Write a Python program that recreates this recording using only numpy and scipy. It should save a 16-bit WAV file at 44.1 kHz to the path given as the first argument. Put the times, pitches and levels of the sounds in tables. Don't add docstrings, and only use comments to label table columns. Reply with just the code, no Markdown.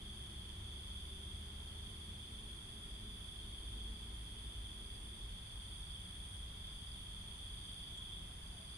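import sys
import numpy as np
from scipy import signal
from scipy.fft import rfft, irfft, next_fast_len
from scipy.io import wavfile
from scipy.ndimage import uniform_filter1d

SR = 44100
rng = np.random.default_rng(int(sys.argv[2]) if len(sys.argv) > 2 else 0)


def bounce(signal):
    frames = np.transpose(np.atleast_2d(signal))
    limited = np.clip(frames, -1, 1)
    pcm = np.round(limited * 32767).astype(np.int16)
    wavfile.write(sys.argv[1], SR, pcm)


N = 386757
TIME = np.arange(N) / SR

# t/s, level/dB
CHORUS_RIDE = [(0.0, -58), (1.15, -57.3), (1.5, -58.5), (2.05, -57.1), (2.8, -58.4), (3.7, -56.5),
               (4.2, -58.5), (4.7, -57), (5.05, -59), (5.5, -57.5), (7.1, -57.5), (8.15, -55), (8.35, -60),
               (8.77, -58)]
# start/s, end/s, final level/dB
FREE_BOUTS = [(1.05, 1.74, -74), (1.9, 2.75, -68.5), (2.95, 3.92, -68), (4.05, 5.21, -64.5),
              (5.45, 6.42, -61.5), (6.72, 7.83, -62), (7.91, 8.8, -64.5)]
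BOUT_RHYTHMS = {"middle": (.36, 1.115, .92), "high": (.44, .83, .63), "bush": (.95, 1.755, 1.08),
                "far bush": (.14, .97, .45)}
# f/Hz, pitch spread/Hz, stroke rate/Hz, level/dB, left minus right/dB
FAR_CHOIRS = [(4720, 130, 20, -72.5, 6), (4340, 290, 61, -82.5, 8), (6350, 110, 45, -77.5, 12),
              (6740, 260, 55, -103, 6), (9000, 300, 84, -68.5, -3), (9860, 310, 118, -67, -2.5)]
# f/Hz, relative level/dB
RUMBLE_SPECTRUM = [(15, -13), (25, -13), (38, 0), (52, 2.5), (72, -6), (100, -4.5), (135, -13.5),
                   (200, -16), (260, -26.5), (450, -44), (2000, -82)]
TYRE_SPECTRUM = [(130, -6), (220, 0.5), (300, 0.5), (390, 1), (480, -7.5), (700, -19), (2000, -64)]
AIR_SPECTRUM = [(200, -9.5), (500, 2), (1000, 3), (1400, 0.6), (2100, 0.2), (2900, -0.5), (4000, -4.5),
                (5500, -9), (7600, -10.5), (10500, -8), (11600, -17.5), (13500, -16.5), (15600, -19)]
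# f/Hz, left-right correlation
BED_CORRELATION = [(40, 1), (90, 1), (170, .96), (330, 0.73), (520, -0.28), (750, -0.21), (1300, -0.083),
                   (2500, -0.016), (5000, -0.042)]
# f/Hz, left minus right/dB
BED_BALANCE = [(100, 0), (350, 1), (1000, 0), (2100, -3.5), (3000, -2), (4200, 4), (7000, 1), (12000, -1.4)]
# start/s, end/s, starting firing rate/Hz, rise/(Hz/s), level/dB
GEAR_PULLS = [(0, 2.1, 65.03, 5.3, -55), (3.45, 4.55, 52.73, 2.6, -51.5)]
# t/s, f/Hz
CAR_NOTE = [(0.0, 204.1), (0.7, 211.9), (0.88, 197.9), (2.19, 218.6), (5.1, 227)]
# t/s, f/Hz, level/dB
DRY_TICKS = [(7.465, 7800, -50), (7.96, 7700, -51), (7.976, 7500, -46)]
# centre t/s, length/s, f/Hz, glide/(Hz/s), level/dB
FAR_HOOTS = [(8.31, .064, 730, 600, -68), (8.55, .047, 725, -1200, -66), (8.62, .058, 655, 600, -66)]

LULL_S, LULL_FADE_S = 5.15, .25


def from_db(db):
    return 10 ** (np.asarray(db) / 20)


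def unit_rms(x):
    return x / np.sqrt(np.mean(x ** 2) + 1e-20)


def at_time(points):
    return np.interp(TIME, *np.transpose(points))


def at_hz(points, hz):
    f, value = np.transpose(points)
    return np.interp(np.log(hz + 1), np.log(f), value)


def pan(side_db):
    return unit_rms(from_db(np.array([[side_db], [-side_db]]) / 2))


def drift(rate_hz):
    count = int(N / SR * rate_hz) + 3
    return np.interp(TIME * rate_hz + rng.random(), np.arange(count), rng.standard_normal(count))


def foliage(x, wet_db, t60=.22, left_lag_ms=.31, count=3):
    t = TIME[:int(SR * np.clip(t60, .03, .6))]
    tails = rng.standard_normal((count, 2, len(t))) * from_db(-60 * t / t60) * (t > .003)
    tails /= np.sqrt(np.sum(tails ** 2, axis=2, keepdims=True))
    scatter, power = np.zeros((2, N)), 1e-9
    for tail in tails:
        share = drift(3)
        scatter += share * signal.oaconvolve(x[None], tail, axes=1)[:, :N]
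        power += share ** 2
    direct = np.array([np.roll(x, round(left_lag_ms * SR / 1000)), x])
    wet = from_db(wet_db)
    return (direct + wet * scatter / np.sqrt(power)) / np.hypot(1, wet)


def stroke_count(stroke_hz, unsteady=.008):
    return np.cumsum(stroke_hz * (1 + unsteady * drift(4))) / SR + rng.random()


def wings(strokes, pitch_hz, fall, duty, waver=.005, uneven_db=1):
    stroke = (strokes + .5).astype(int)
    travel = np.clip((strokes - stroke) / duty, -.5, .5)
    detune, force = rng.standard_normal((stroke[-1] + 1, 2)).T
    hz = pitch_hz * (1 + waver * detune[stroke] - fall * travel)
    pulse = from_db(uneven_db * force[stroke]) * np.cos(np.pi * travel)
    return unit_rms(pulse * np.sin(2 * np.pi * np.cumsum(hz) / SR))


def choir(pitch_hz, spread_hz, stroke_hz, fall, duty, wet_db, t60, count):
    pitches = pitch_hz + spread_hz * unit_rms(np.linspace(-1, 1, count))
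    voices = sum(wings(stroke_count(stroke_hz * rng.uniform(.93, 1.07)), hz, fall, duty, waver=.012)
                 for hz in pitches)
    return unit_rms(foliage(voices, wet_db, t60, left_lag_ms=.45))


def tree_crickets():
    chorus_db = at_time(CHORUS_RIDE)
    near_db = -61.2 + 1.5 * (chorus_db - chorus_db.mean())
    strokes = stroke_count(27.05, unsteady=.012)
    near = wings(strokes, pitch_hz=3380, fall=.11, duty=.52, waver=.006, uneven_db=1.3)
    near = foliage(from_db(near_db) * near, wet_db=-6, left_lag_ms=.3) * pan(-2)
    fast = choir(3403, spread_hz=92, stroke_hz=27, fall=.1204, duty=.61, wet_db=4, t60=.45, count=8)
    slow = choir(3287, spread_hz=80, stroke_hz=20, fall=.1085, duty=.43, wet_db=.5, t60=.35, count=4)
    chorus = from_db(.65) * fast + from_db(-1.1) * slow
    return near + from_db(chorus_db) * chorus * pan(-1)


def regular_bouts(singer, level_db, db_per_s):
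    first_stop, interval, length = BOUT_RHYTHMS[singer]
    stops = np.arange(first_stop, N / SR + length, interval)
    return [(end - length, end, level_db + db_per_s * end) for end in stops]


def soloist(bouts, pitch_hz, stroke_hz, fall, duty, swell_db, wet_db):
    effort = np.zeros(N)
    for start, end, level_db in bouts:
        to_go = (end - TIME) / (end - start)
        singing = (to_go > 0) & (to_go <= 1)
        effort[singing] = from_db(level_db - swell_db * to_go[singing])
    effort = uniform_filter1d(effort, SR // 100)
    song = effort * wings(stroke_count(stroke_hz), pitch_hz, fall, duty)
    return foliage(song, wet_db, t60=.14)


def ground_crickets():
    middle_bouts = regular_bouts("middle", level_db=-70, db_per_s=.08)
    high_bouts = regular_bouts("high", level_db=-68.5, db_per_s=-.42)
    low = soloist(FREE_BOUTS, 9080, stroke_hz=84.7, fall=.075, duty=.55, swell_db=7, wet_db=-6)
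    middle = soloist(middle_bouts, 9540, stroke_hz=86, fall=.025, duty=.62, swell_db=4, wet_db=-5.5)
    high = soloist(high_bouts, 10160, stroke_hz=125.5, fall=.06, duty=.7, swell_db=4, wet_db=1)
    return (low + middle) * pan(-7.5) + high * pan(-4)


def bush_crickets():
    bouts = regular_bouts("bush", level_db=-78, db_per_s=-.1)
    far_bouts = regular_bouts("far bush", level_db=-75.5, db_per_s=1)
    tapering = soloist(bouts, 4320, stroke_hz=20.3, fall=.0506, duty=.59, swell_db=-2.5, wet_db=13)
    swelling = soloist(far_bouts, 4730, stroke_hz=23, fall=.057, duty=.35, swell_db=6, wet_db=-2)
    return tapering * pan(1) + swelling * pan(5)


def far_insects():
    out = np.zeros((2, N))
    for hz, spread_hz, stroke_hz, level_db, side_db in FAR_CHOIRS:
        voices = choir(hz, spread_hz, stroke_hz, fall=.0726, duty=.57, wet_db=8, t60=.6, count=4)
        out += from_db(level_db) * pan(side_db) * voices
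    return out


def noise_bed(spectrum):
    size = next_fast_len(N)
    hz = np.arange(size // 2 + 1) * SR / size
    mid, side = rfft(rng.standard_normal((2, size)))
    alike = np.clip(at_hz(BED_CORRELATION, hz), -1, 1)
    stereo = np.sqrt(1 + alike) * mid + np.sqrt(1 - alike) * side * [[1], [-1]]
    gain = from_db(at_hz(spectrum, hz) + at_hz(BED_BALANCE, hz) * [[.5], [-.5]])
    return unit_rms(irfft(stereo * gain, size)[:, :N])


def road(lull):
    rumble = from_db(-51.5 + .1 * lull) * noise_bed(RUMBLE_SPECTRUM)
    tyres = from_db(-66.5 - 2.5 * lull) * noise_bed(TYRE_SPECTRUM)
    return rumble + tyres


def engine(hz, overtone_db, waver, fading_db):
    phase = 2 * np.pi * np.cumsum(hz * (1 + waver * drift(12))) / SR
    exhaust = np.sin(phase) + from_db(overtone_db) * np.sin(2 * phase)
    return unit_rms(exhaust) * from_db(fading_db * drift(7))


def car(lull):
    hz = at_time(CAR_NOTE) * (1 - .2 * lull)
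    level_db = -64.5 - TIME - .5 * lull
    return from_db(level_db) * engine(hz, overtone_db=-13.5, waver=.01378, fading_db=3)


def far_engines(lull):
    drones = sum(engine(hz * (1 + .045 * drift(2)), overtone_db=-17, waver=.0251, fading_db=3.5)
                 for hz in (340, 395))
    return from_db(-76.5) * (1 - lull) * drones


def truck(attack_s=.097, release_s=.34):
    out = np.zeros(N)
    for start, end, hz, rise_hz_per_s, level_db in GEAR_PULLS:
        throttle = np.clip((TIME - start) / attack_s, 0, 1)
        throttle *= np.exp(-np.maximum(TIME - end, 0) / release_s)
        firing_hz = hz + rise_hz_per_s * (TIME - start)
        exhaust = engine(firing_hz, overtone_db=-20, waver=.005, fading_db=1.2)
        out += from_db(level_db) * throttle * exhaust
    return out


def night_air():
    return from_db(-61.5) * noise_bed(AIR_SPECTRUM)


def ticks(rise_s=.0003):
    out = np.zeros(N)
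    for start, hz, level_db in DRY_TICKS:
        age = np.clip(TIME - start, 0, .02)
        envelope = age / rise_s * np.exp(1 - age / rise_s)
        out += from_db(level_db) * envelope * np.sin(2 * np.pi * hz * age)
    return foliage(out, wet_db=-3, t60=.054, count=1)


def hoots():
    out = np.zeros(N)
    for centre, length, hz, glide_hz_per_s, level_db in FAR_HOOTS:
        t = TIME - centre
        envelope = np.exp(-(2 * t / length) ** 2)
        out += from_db(level_db) * envelope * np.sin(2 * np.pi * (hz + glide_hz_per_s * t / 2) * t)
    return foliage(out, wet_db=-8, count=1)


def scene():
    insects = tree_crickets() + ground_crickets() + bush_crickets() + far_insects()
    lull = np.clip((TIME - LULL_S) / LULL_FADE_S, 0, 1)
    traffic = road(lull) + car(lull) + far_engines(lull) + truck()
    return insects + traffic + night_air() + ticks() + hoots()


def record(dry):
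    high_cut = signal.ellip(10, .05, 60, 15500, fs=SR, output="sos")
    return signal.sosfiltfilt(high_cut, dry, padtype=None)


dry = scene()
out = record(dry)
bounce(out)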